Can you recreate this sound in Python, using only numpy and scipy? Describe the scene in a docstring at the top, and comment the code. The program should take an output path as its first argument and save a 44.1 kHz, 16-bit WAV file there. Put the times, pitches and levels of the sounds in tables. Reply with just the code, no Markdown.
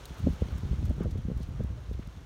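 """Outdoor sand arena: a horse canters past a hand-held microphone and away.
Each hoof gives a dull knock that sinks into a low thump; kicked sand swishes, small ticks sound.
Wind buffets the microphone over a soft outdoor hiss that fades as the horse leaves.
A tiny metallic ping sounds near the start, a faint distant tone near the end."""
import sys
import numpy as np
from scipy import signal
from scipy.fft import rfft, irfft
from scipy.io import wavfile
from scipy.ndimage import uniform_filter1d

SR = 44100
rng = np.random.default_rng(int(sys.argv[2]) if len(sys.argv) > 2 else 0)


def output_pcm(signal):
    """Save a mono or channel-first signal as 16-bit PCM at the path in sys.argv[1].

    Samples are clipped to [-1, 1] before scaling.
    """
    pcm = np.clip(np.atleast_2d(signal).T, -1, 1) * 32767
    wavfile.write(sys.argv[1], SR, np.round(pcm).astype(np.int16))


N = 99225


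def undb(db):
    """Decibels to gain."""
    return 10 ** (np.asarray(db) / 20)


def unit(x):
    """Scale to rms 1."""
    return x / np.sqrt(np.mean(x ** 2) + 1e-18)


def colour(x, points):
    """Shape by (frequency [Hz], gain [dB]) points, -20 dB/octave outside them; rms 1."""
    hz, db = np.array(points, float).T
    bin_oct = np.log2(np.maximum(np.arange(N // 2 + 1) * SR / N, 1))
    point_oct = np.log2(hz)
    outside_oct = np.maximum(point_oct[0] - bin_oct, 0) + np.maximum(bin_oct - point_oct[-1], 0)
    gain_db = np.interp(bin_oct, point_oct, db) - 20 * outside_oct
    return unit(irfft(rfft(x) * undb(gain_db), N))


def noise():
    """White noise."""
    return rng.standard_normal(N)


def wander(rate_hz):
    """Smooth random drift, rms 1."""
    hold = max(int(SR / rate_hz), 1)
    steps = np.repeat(noise()[:N // hold + 1], hold)
    return unit(uniform_filter1d(steps, hold)[:N])


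def curve(t, table, column):
    """Gain along one dB column of a table."""
    rows = np.array(table)
    return undb(np.interp(t, rows[:, 0], rows[:, column]))


def steady(x, span_s):
    """Even out the slow swells of a noise."""
    return x / np.sqrt(uniform_filter1d(x ** 2, max(int(span_s * SR), 8)) + 1e-6)


# Wind spectra (frequency [Hz], gain [dB])
RUMBLE_SPECTRUM = [(18, -36), (30, -13), (42, 0), (58, 0), (85, -2), (120, -5), (200, -28)]
FLUTTER_SPECTRUM = [(70, -10), (115, 0), (170, -2), (215, -10), (290, -11), (360, -20), (600, -28),
                    (900, -35), (1600, -50)]
# Gusts (time [s], rumble level [dB], relative flutter level [dB])
GUSTS = [(0, -47, -57), (.17, -51, -61), (.25, -34, -38), (.33, -42, -46), (.4, -49, -55), (.46, -40, -42),
         (.6, -44, -46), (.68, -40, -41), (.76, -42, -44), (.86, -40, -42), (.96, -38, -44),
         (1.03, -36, -41), (1.16, -38, -41), (1.22, -39, -44), (1.44, -37, -45), (1.66, -35, -46),
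         (1.76, -39, -50), (1.84, -43, -54), (1.95, -40, -52), (2.03, -41, -52), (2.12, -49, -58),
         (2.25, -48, -55)]


def wind(t, flutter_db=-1.5, buffet_db=3):
    """Eddies at the microphone: deep rumble, quicker flutter."""
    rumble = steady(colour(noise(), RUMBLE_SPECTRUM), span_s=.07) * curve(t, GUSTS, column=1)
    flutter = steady(colour(noise(), FLUTTER_SPECTRUM), span_s=.04) * curve(t, GUSTS, column=2)
    return rumble + undb(flutter_db + buffet_db * wander(rate_hz=45)) * flutter


# Background spectra (frequency [Hz], gain [dB])
AIR_SPECTRUM = [(200, -4), (400, -2), (600, -5), (800, -6.5), (1200, -7), (1600, -9.5), (2200, -16),
                (3000, -30)]
HISS_SPECTRUM = [(1500, -16), (2200, -2), (3200, .5), (4300, -3), (4900, -8), (5600, -5), (6600, -6),
                 (7800, -13.5), (9300, -12.5), (10400, -21), (11300, -17.5), (15500, -20)]
# Background fade (time [s], relative air level [dB], relative hiss level [dB])
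AIR_FADE = [(0.0, -56, -58), (0.36, -56, -58), (0.83, -59, -60), (1.14, -61, -64), (1.41, -60, -64),
            (1.84, -61, -64), (2.25, -61, -64)]


def open_air(t, air_db=3.1, drift_db=.6, hiss_db=-.3, grain_db=1.5):
    """Outdoor background: midrange air, faintly grainy hiss."""
    air = colour(noise(), AIR_SPECTRUM) * curve(t, AIR_FADE, column=1)
    air *= undb(air_db + drift_db * wander(rate_hz=20))
    grainy = noise() * undb(grain_db * wander(rate_hz=900))
    hiss = colour(grainy, HISS_SPECTRUM) * curve(t, AIR_FADE, column=2)
    return air + undb(hiss_db) * hiss


# Spectrum of grains and ticks (frequency [Hz], gain [dB])
GRIT_SPECTRUM = [(1500, -22), (2700, -8), (3700, 3.5), (5600, 4), (7500, -1.5), (9000, 1), (10400, -4),
                 (12000, -2.5), (15500, -4)]


def falling_grains(rate_per_s=60, level_db=-82, spread_db=3):
    """Single sand grains land at random."""
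    landings = rng.random(N) < rate_per_s / SR
    strength = undb(spread_db * np.clip(noise(), -2, 2))
    return undb(level_db) * colour(landings * strength, GRIT_SPECTRUM)


# Dry ticks (time [s], relative level [dB], decay [s], high-pass edge [Hz])
DRY_TICKS = [(.0545, -39.5, .0026, 2000), (.074, -57, .005, 5500), (.1435, -45.5, .0006, 10000),
             (.172, -55, .003, 7500), (.1835, -44.5, .001, 7500), (.189, -54, .009, 6500),
             (.2945, -46.5, .0007, 9000), (.325, -57, .012, 3000), (.522, -48.5, .0008, 12500),
             (.579, -51, .006, 6000), (.852, -51, .006, 3000), (.895, -52, .003, 4500),
             (.98, -59, .004, 5000), (1.033, -52.5, .003, 4500), (1.107, -56.5, .009, 2000),
             (1.176, -57.5, .006, 2000), (1.373, -53.5, .005, 5000), (1.4, -60, .004, 6000),
             (1.428, -55.5, .006, 2000), (1.477, -50.5, .0007, 12500), (1.491, -49.5, .0007, 8500),
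             (1.635, -56.5, .005, 4000), (1.931, -52, .0011, 2000), (2.073, -49, .0012, 5500)]


def ticks(t, gain_db=1.5, grain_db=2.5, rise_per_decay=.22):
    """Short gritty clicks, the finer ones all treble."""
    grainy = noise() * undb(grain_db * wander(rate_hz=1500))
    grit = steady(colour(grainy, GRIT_SPECTRUM), span_s=.002)
    clicks = np.zeros(N)
    for at_s, db, decay_s, edge_hz in DRY_TICKS:
        decays = np.clip((t - at_s) / decay_s, 0, 40)
        burst = undb(db) * (1 - np.exp(-decays / rise_per_decay)) * np.exp(-decays) * grit
        clicks += signal.sosfilt(signal.butter(2, edge_hz, "high", fs=SR, output="sos"), burst)
    return undb(gain_db) * clicks


def ping(t, at_s=.077, pitch_hz=15020, decay_s=.01, level_db=-61):
    """Tiny metallic ping: one damped sine."""
    age_s = np.maximum(t - at_s, 0)
    return undb(level_db) * np.sin(2 * np.pi * pitch_hz * age_s) * np.exp(-age_s / decay_s)


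# Hoof impacts (time [s], relative thump level [dB], relative body level [dB],
# relative knock level [dB], thump and body base pitch [Hz], knock base pitch [Hz], length [ratio])
HOOF_IMPACTS = [(0.104, -35, -34, -49, 165, 330, 1.3), (0.199, -33, -31, -47, 175, 300, 1.1),
                (0.238, -24, -29, -46, 190, 330, 1.3), (0.263, -22, -21.5, -33, 195, 300, 1.3),
                (0.2695, -34, -16.5, -25.5, 265, 520, 1), (0.282, -33, -22, -38, 180, 330, 1.5),
                (0.301, -23, -33, -50, 165, 330, 1), (0.329, -35, -31, -45, 180, 300, 1.1),
                (0.4195, -19.5, -20.5, -26.5, 165, 450, .8), (0.454, -30, -36, -55, 190, 300, 1),
                (0.485, -38, -30, -42, 175, 380, .9), (0.525, -24, -36, -50, 175, 330, 1),
                (0.552, -27, -31, -47, 155, 300, .9), (0.579, -39, -32, -44, 220, 300, .9),
                (0.631, -24, -31, -41, 215, 380, 1), (0.65, -27, -27, -43, 160, 330, 1),
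                (0.71, -22, -24, -44, 165, 320, 1), (0.729, -26.5, -24, -40, 180, 390, 1.1),
                (0.788, -24, -31, -46, 180, 310, .9), (0.826, -31, -28, -41, 230, 310, 1.1),
                (0.843, -22, -30, -49, 175, 330, 1), (0.875, -34, -30, -48, 140, 330, 1),
                (0.896, -17.5, -28, -44, 175, 330, 1), (0.906, -29, -24, -36.5, 195, 600, .9),
                (0.98, -35, -33, -44, 190, 350, 1), (1.005, -25, -25, -29, 190, 340, 1.4),
                (1.02, -36, -28, -36, 170, 340, 1), (1.047, -27, -29, -44, 170, 300, .8),
                (1.056, -24, -33, -32, 185, 490, .85), (1.066, -23, -28, -39, 165, 450, 1),
                (1.126, -28, -36, -54, 140, 330, 1), (1.154, -31, -32, -42, 215, 440, 1),
                (1.183, -31, -26, -41, 160, 370, 1), (1.249, -29, -29, -48, 170, 330, 1),
                (1.282, -33, -25, -34, 190, 410, .9), (1.299, -38, -33, -38, 200, 450, 1),
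                (1.314, -29, -28, -36, 155, 420, .9), (1.364, -24, -34, -52, 155, 330, 1),
                (1.402, -28, -30, -41, 165, 360, 1), (1.485, -30, -35, -55, 140, 300, 1),
                (1.536, -29, -33, -46, 160, 350, 1), (1.594, -33, -30, -42, 170, 350, 1),
                (1.605, -28, -26, -32.5, 190, 450, 1), (1.643, -30, -30, -40, 205, 380, .85),
                (1.702, -26, -33, -53, 165, 300, 1), (1.893, -30, -42, -52, 160, 330, 1),
                (1.911, -34, -32, -37, 170, 400, 1), (1.948, -27, -49, -52, 165, 400, 1),
                (1.991, -35, -30, -38.5, 165, 350, 1), (2.071, -36, -35, -49, 175, 290, 1.1),
                (2.167, -35, -38, -53, 205, 260, 1.1)]


def ground_resonance(t, mode, level_column, pitch_column, sag_s=.007, tail_db=-35, tail_s=.02):
    """One damped ground mode plus loose sand, per impact; pitch sinks as the hoof digs in."""
    pitch_ratio, sand_hz, rise_s, decay_s, delay_s, gain_db, sand_share, sag = mode
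    sand_spectrum = [(sand_hz / 2, -10), (sand_hz * .8, 0), (sand_hz * 1.25, -1), (sand_hz * 2, -20)]
    sand = steady(colour(noise(), sand_spectrum), span_s=3 / sand_hz)
    out = np.zeros(N)
    for impact in HOOF_IMPACTS:
        at_s, length = impact[0], impact[-1]
        span = slice(*np.searchsorted(t, [at_s - .02, at_s + .15]))
        age_s = np.maximum(t[span] - at_s - delay_s, 0)
        attack = 1 - np.exp(-(age_s / (rise_s * length)) ** 2)
        envelope = attack * np.exp(-age_s / (decay_s * length))
        envelope /= envelope.max() + 1e-12
        pitch_hz = pitch_ratio * impact[pitch_column] * np.exp(.04 * rng.standard_normal())
        cycles = pitch_hz * (age_s + sag * sag_s * (1 - np.exp(-age_s / sag_s)))
        blow = np.sqrt(1 - sand_share ** 2) * np.sin(2 * np.pi * cycles) + sand_share * sand[span]
        tail = undb(tail_db) * sand[span] * attack * np.exp(-age_s / tail_s)
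        out[span] += undb(impact[level_column] + gain_db) * (blow * envelope + tail)
    return out


# Ground modes (pitch [x base], sand noise centre [Hz], base rise [s], base decay [s], delay [s],
# gain [dB], sand share [ratio], initial pitch excess [ratio])
THUMP_MODE = (.36, 70, .011, .0115, -.009, 0, .15, .45)
BODY_MODE = (.83, 185, .0042, .0055, -.0015, -1.7, .3, .45)
KNOCK_MODE = (1, 390, .0018, .0033, -.0016, 2, .35, .1)


def hooves(t, muffle_hz=770):
    """Hooves strike the ground: thump, body and knock, muffled by sand."""
    thump = ground_resonance(t, THUMP_MODE, level_column=1, pitch_column=4)
    body = ground_resonance(t, BODY_MODE, level_column=2, pitch_column=4)
    knock = ground_resonance(t, KNOCK_MODE, level_column=3, pitch_column=5)
    return signal.sosfilt(signal.butter(6, muffle_hz, fs=SR, output="sos"), thump + body + knock)


# Sand sprays (time [s], half length [s], level [dB], centre [Hz])
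SPRAYS = [(.17, .04, -58, 1200), (.51, .035, -57, 1200), (.87, .035, -60, 1200), (1.022, .035, -52, 1150),
          (1.112, .009, -61.5, 5000), (1.428, .02, -60.5, 4000), (1.59, .03, -61, 1100),
          (1.938, .007, -60, 3100), (2.028, .008, -58.5, 2200)]
# Spray spectrum (frequency [x centre], gain [dB])
SPRAY_SPECTRUM = [(.35, -12), (.75, -1), (1.2, 0), (1.8, -11), (3.5, -24)]


def kicked_sand(t, grain_db=2):
    """Sprays of kicked sand swell and fall."""
    out = np.zeros(N)
    for at_s, half_s, db, centre_hz in SPRAYS:
        grainy = noise() * undb(grain_db * wander(rate_hz=600))
        spray = colour(grainy, [(centre_hz * ratio, gain_db) for ratio, gain_db in SPRAY_SPECTRUM])
        out += undb(db) * np.exp(-((t - at_s) / half_s) ** 2) * spray
    return out


def distant_tone(t, at_s=1.782, pitch_hz=600, half_s=.016, sag_hz_per_s=900, level_db=-52):
    """A faint tone swells, sinks a little and fades."""
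    lag_s = t - at_s
    cycles = pitch_hz * lag_s - sag_hz_per_s * lag_s ** 2 / 2
    return undb(level_db) * np.exp(-(lag_s / half_s) ** 2) * np.sin(2 * np.pi * cycles)


def scene():
    """Horse, wind and background at one microphone."""
    t = np.arange(N) / SR
    events = hooves(t) + kicked_sand(t) + ticks(t) + ping(t) + falling_grains() + distant_tone(t)
    return (events + wind(t) + open_air(t))[None]


def record(dry, low_hz=30, top_hz=15800):
    """Recorder band limits: gentle bass cut, steep top cut."""
    x = signal.sosfilt(signal.butter(2, low_hz, "high", fs=SR, output="sos"), dry)
    return signal.sosfilt(signal.ellip(10, .2, 70, top_hz, fs=SR, output="sos"), x)


dry = scene()
out = record(dry)
output_pcm(out)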